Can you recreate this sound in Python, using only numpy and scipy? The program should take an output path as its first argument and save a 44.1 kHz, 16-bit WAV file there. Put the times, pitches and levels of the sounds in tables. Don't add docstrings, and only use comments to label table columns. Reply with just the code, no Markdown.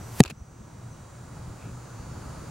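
import sys
import numpy as np
from scipy import signal
from scipy.fft import rfft, irfft
from scipy.io import wavfile
from scipy.ndimage import uniform_filter1d

SR = 44100
rng = np.random.default_rng(int(sys.argv[2]) if len(sys.argv) > 2 else 0)


def master(y):
    cut = np.clip(np.atleast_2d(y).T, -1, 1)
    pcm = np.round(cut * 32767)
    wavfile.write(sys.argv[1], SR, pcm.astype(np.int16))


def natural_amplitude(level_db):
    exponent = np.asarray(level_db, float) / 20
    return 10 ** exponent


N = 110250
TIME = np.arange(N) / SR
HIT_S = .201761


def evened(x):
    return x / np.sqrt(np.mean(x ** 2) + 1e-20)


def read(points, hz):
    f, value = np.transpose(points)
    return np.interp(np.log(hz + 1), np.log(f + 1), value)


def coloured(points, same, lean=((1, 0), (2, 0))):
    a, b = rfft(rng.standard_normal((2, N)))
    hz = np.fft.rfftfreq(N, 1 / SR)
    like = np.clip(read(same, hz), 0, 1)
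    pair = np.array([a, like * a + np.sqrt(1 - like ** 2) * b])
    level_db = read(points, hz) + np.array([[.5], [-.5]]) * read(lean, hz)
    return evened(irfft(pair * natural_amplitude(level_db), N))


def resonant(x, peaks):
    ringing = 0
    for hz, width, db in peaks:
        b, a = signal.iirpeak(hz, hz / width, SR)
        ringing = ringing + natural_amplitude(db) * signal.lfilter(b, a, x)
    return evened(ringing)


def burst(s, db, rise, t60):
    u = TIME - s
    rising = np.exp(np.minimum(u, 0) / abs(rise))
    falling = natural_amplitude(-60 * np.maximum(u, 0) / abs(t60))
    return natural_amplitude(db) * np.where(u < 0, rising, falling)


def slow(top_hz, size):
    t = np.linspace(0, N / SR, size[1])
    curves = 0
    for f in np.geomspace(.3, top_hz, num=16):
        curves = curves + np.sin(2 * np.pi * (f * t + rng.random((size[0], 1)))) / np.sqrt(f)
    return evened(curves)


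def wash(points, db, patchy_db, swell_db, gust_hz):
    # frequency in Hz, left-right likeness from 0 to 1.
    likeness = [(60, 1), (180, 0.99), (400, 0.33), (950, 0.65), (2400, 0.85), (3500, 0.86), (6000, 0.68),
                (15000, 0.1)]
    # frequency in Hz, lean to the left in dB.
    left_lean = [(60, 0), (150, .5), (380, 1), (950, -1.5), (2400, -.5), (15000, -.5)]
    frames, hz = N // 256 + 5, np.fft.rfftfreq(1024, 1 / SR)
    a, b, c, d, patches = rng.standard_normal((frames, len(hz), 5)).T
    patches = uniform_filter1d(patches, size=10, axis=0)
    patches = evened(uniform_filter1d(patches, size=10, axis=1))
    same = np.clip(read(likeness, hz), -1, 1)[:, None]
    tilt = natural_amplitude(read(left_lean, hz) / 2)[:, None]
    left = a + 1j * b
    right = same * left + np.sqrt(1 - same ** 2) * (c + 1j * d)
    swell = swell_db * slow(gust_hz, size=(1, frames))
    level_db = read(points, hz)[:, None] + patchy_db * patches + swell
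    spectra = np.array([left * tilt, right / tilt]) * natural_amplitude(level_db)
    return natural_amplitude(db) * evened(signal.istft(spectra, nperseg=1024, noverlap=768)[1][:, :N])


def duck():
    u = np.maximum(TIME - HIT_S, 0)
    attack_s = .006
    lasting_db = 15 * np.exp(-u / .8)
    grab_db = 34 * np.exp(-u / .021)
    return natural_amplitude(-(1 - np.exp(-u / attack_s)) * (lasting_db + grab_db))


def yard():
    # frequency in Hz, level in dB per Hz.
    spectrum = [(150, -29), (260, -3.5), (1370, -8.5), (1810, -17), (3360, -24.5), (8000, -24.5),
                (11500, -31), (15300, -38)]
    return wash([(120, -40)] + spectrum, -46, patchy_db=0.0, swell_db=0.7, gust_hz=7.6)


def wind():
    # frequency in Hz, level in dB per Hz.
    spectrum = [(12, -46), (20, -23), (45, -13), (86, -0.5), (112, -1.5), (141, -3), (168, -4.5),
                (262, -14), (500, -28), (650, -42), (1100, -120)]
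    # time in seconds, level in dB.
    gusts = [(0.36, -51.5), (0.42, -46.5), (0.45, -52.5), (0.57, -51.5), (0.6, -43), (0.66, -45.5),
             (1.33, -43), (1.42, -46.5), (1.51, -38.5), (1.59, -47), (1.68, -37.5), (1.86, -49),
             (2.0, -39.5), (2.5, -41.5)]
    hum_hz, hum_width_hz = 117.4, 10
    hum = resonant(rng.standard_normal(N), [(hum_hz, hum_width_hz, 0)])
    hum = natural_amplitude(-44.5) * resonant(hum, [(hum_hz, 2 * hum_width_hz, 0)])
    rumble = wash(spectrum + [(900, -77)], -42, patchy_db=1.5, swell_db=-1.3, gust_hz=11)
    s, db = np.transpose(gusts)
    level_db = np.interp(TIME, s, db) - db[-1]
    return (rumble + hum) * np.where(TIME < s[0], duck(), natural_amplitude(level_db))


def screen_whistle():
    return natural_amplitude(-74) * np.sin(2 * np.pi * 15734.5 * TIME)


def fan():
    # multiple of the blade rate, early level in dB, late level in dB.
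    multiples = [(16, -78, -75), (17, -82, -82), (18, -83, -70), (19, -74, -73), (20, -84, -76),
                 (21, -78, -76), (22, -81, -77), (23, -78, -81), (24, -68, -77), (25, -78, -75),
                 (26, -76, -70), (27, -70, -75), (28, -81, -66), (29, -70, -69), (30, -76, -74),
                 (31, -70, -76), (32, -77, -77), (33, -70, -75), (34, -80, -78), (35, -74, -74),
                 (36, -84, -81), (37, -76, -72), (39, -80, -79), (41, -80, -80)]
    # frequency in Hz, level in dB.
    whine = [(5957, -70), (6444, -76)]
    blade_hz, drift_hz_per_s = 242.92, .716
    turns = blade_hz * TIME + drift_hz_per_s * TIME ** 2 / 2
    tones = [(k * turns, early_db, late_db) for k, early_db, late_db in multiples]
    tones += [(hz * TIME, db, db) for hz, db in whine]
    fades = slow(3.0, size=(len(tones), 100))
    luck = rng.standard_normal((len(tones), 2))
    out = 0
    for (phase, early_db, late_db), fade, (start, spread) in zip(tones, fades, luck):
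        level_db = np.interp(TIME, [.6, 2.1], [early_db, late_db])
        level_db = level_db + 2.2 * np.interp(TIME, np.linspace(0, TIME[-1], len(fade)), fade)
        side_phase = 0.35 * spread * np.array([[1], [-1]])
        out = out + natural_amplitude(level_db) * np.sin(2 * np.pi * (phase + start) + side_phase)
    return natural_amplitude(6 + np.array([[-.4], [.4]])) * out


def birds():
    # start in seconds, length in seconds, level in dB, first Hz, last Hz.
    chips = [
        (.355, .055, -50, 6400, 5750),
        (.888, .058, -53, 6750, 5650),
        (2.06, .09, -61, 5350, 5250),
    ]
    out = 0
    for s, length, db, first_hz, last_hz in chips:
        u = np.clip((TIME - s) / length, 0, 1)
        warble = 110 * np.sin(2 * np.pi * 90 * TIME)
        hz = first_hz + (last_hz - first_hz) * u + warble
        out = out + natural_amplitude(db) * np.sin(np.pi * u ** 1.4) * np.sin(2 * np.pi * np.cumsum(hz) / SR)
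    echo_s = np.arange(SR // 5) / SR
    tail = rng.standard_normal(SR // 5) * natural_amplitude(-60 * echo_s / .25)
    out = out + natural_amplitude(-1.5) * signal.oaconvolve(out, tail / np.linalg.norm(tail))[:N]
    scrape_hz = 2480
    scrape = resonant(rng.standard_normal(N), [(scrape_hz, 300, 0), (3300, 300, -5)])
    scrape = resonant(scrape, [(scrape_hz, 550, 0)])
    return out + natural_amplitude(-55) * scrape * np.exp(-((TIME - 1.638) / .05) ** 2)


def flight():
    # frequency in Hz, level in dB per Hz.
    spectrum = [(800, 3), (3000, 0.5), (7000, 0.5), (13000, 1), (16000, -7)]
    # frequency in Hz, left-right likeness from 0 to 1.
    likeness = [(1500, .9), (4000, .99), (9000, .95), (15000, .88)]
    near_s = 0.0084
    left_s = HIT_S - TIME
    nearness = near_s / (near_s + abs(left_s))
    return coloured(spectrum, likeness) * natural_amplitude(-33) * (left_s > 0) * nearness


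def rattles():
    # peak time in seconds, level in dB, rise in seconds, t60 in seconds, brightness in dB.
    scratches = [(0.213, -37, 0.0034, 0.014, -22), (0.2319, -44, 0.00054, 0.004, 6),
                 (.2370, -32.5, 0.000085, 0.0068, 13.5), (0.2384, -33.5, 0.0018, 0.016, -22),
                 (0.2435, -49, .001, .02, -21), (.251, -35, .0005, 0.014, -19),
                 (0.255, -41.5, 0.0027, 0.048, -29), (0.2586, -34.5, .0005, 0.033, -12),
                 (.279, -37.5, 0.0017, 0.041, -22), (.301, -34, 0.0019, 0.031, -7.5),
                 (0.3084, -32, 0.00064, 0.019, -15)]
    # frequency in Hz, width in Hz, level in dB.
    shaft_low = [(500, 290, -1.5), (1310, 1300, -4), (2540, 320, 4), (3940, 1800, -7.5)]
    # Hz, Hz, dB.
    shaft_high = [(6800, 870, 13), (10300, 2000, 1), (14000, 3600, -19)]
    # centre in seconds, level in dB, frequency in Hz, length in cycles.
    bumps = [
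        (0.23, -38, 80, 1.2),
        (.27, -35, 70, 1.5),
        (.25, -34.5, 347, 1.8),
        (0.313, -37.5, 204, 1.1),
        (0.326, -33, 163, 1.25),
        (.42, -32, 70, 1.26),
    ]
    # frequency in Hz, left-right likeness from 0 to 1.
    likeness = [(500, 0.53), (2000, 0.78), (5000, .3), (15000, .1)]
    grain_db, grain_s = 4.0, 0.00052
    grit = coloured([(300, 1), (1000, 2.5), (16000, -9.5)], likeness)
    lumps = uniform_filter1d(rng.standard_normal(N), size=max(round(grain_s * SR), 1))
    grit = grit * natural_amplitude(grain_db * evened(lumps))
    low, high = resonant(grit, shaft_low), resonant(grit, shaft_high)
    out = 0
    for s, db, rise, t60, bright_db in scratches:
        out = out + burst(s, db, rise, t60) * (low + natural_amplitude(bright_db) * high)
    for s, db, hz, cycles in bumps:
        u = (TIME - s) * hz
        out = out + natural_amplitude(db) * np.exp(-(2 * u / cycles) ** 2) * np.cos(2 * np.pi * u)
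    return out


def smack():
    # frequency in Hz, signed swing, t60 in seconds.
    modes = [(125.4, -1.196, .0398), (197.2, 9.893, .005), (268.7, -.805, .0303), (377.3, -1.904, .0267),
             (720.1, .889, .0353), (728.1, -1.728, .0133)]
    # frequency in Hz, level in dB per Hz.
    crack_spectrum = [(1000, -4), (2200, -3), (3100, -8.5), (4100, 2), (5300, -12), (7200, -8),
                      (11300, -13.5), (16000, -32)]
    # frequency in Hz, left-right likeness from 0 to 1.
    likeness = [(1500, .98), (4000, .97), (9000, .85), (15000, .7)]
    # frequency in Hz, lean to the left in dB.
    crack_lean = [(60, 1), (950, -2), (3770, -.5), (7000, 3), (15000, 4)]
    echo_delay_s, echo_gain = .002752, -.71
    thud = 0
    for s, push in (HIT_S, 1), (HIT_S + echo_delay_s, echo_gain):
        u = np.maximum(TIME - s, 0)
        for hz, swing, t60 in modes:
            thud = thud + push * swing * np.sin(2 * np.pi * hz * u) * natural_amplitude(-60 * u / t60)
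    crack = coloured([(500, -43.5)] + crack_spectrum, likeness, lean=crack_lean)
    crack = crack * burst(.2047, -8.5, rise=.0010, t60=.0085) * (TIME > HIT_S)
    return thud * natural_amplitude(np.array([[.5], [-.5]])) + crack


def scene():
    gain = duck()
    behind = (yard() + fan() + birds()) * gain
    whistle = screen_whistle() * gain ** 0.53
    return behind + whistle + wind() + flight() + rattles() + smack()


def band_limit(x):
    return signal.sosfilt(signal.butter(12, 16370, fs=SR, output="sos"), x)


def record(dry):
    edge = signal.firwin(1023, 15910, window=("kaiser", 8), fs=SR)[None]
    limited = signal.oaconvolve(np.clip(dry, -1, 1), edge, "same")
    return band_limit(np.clip(limited, -1, 1))


dry = scene()
out = record(dry)
master(out)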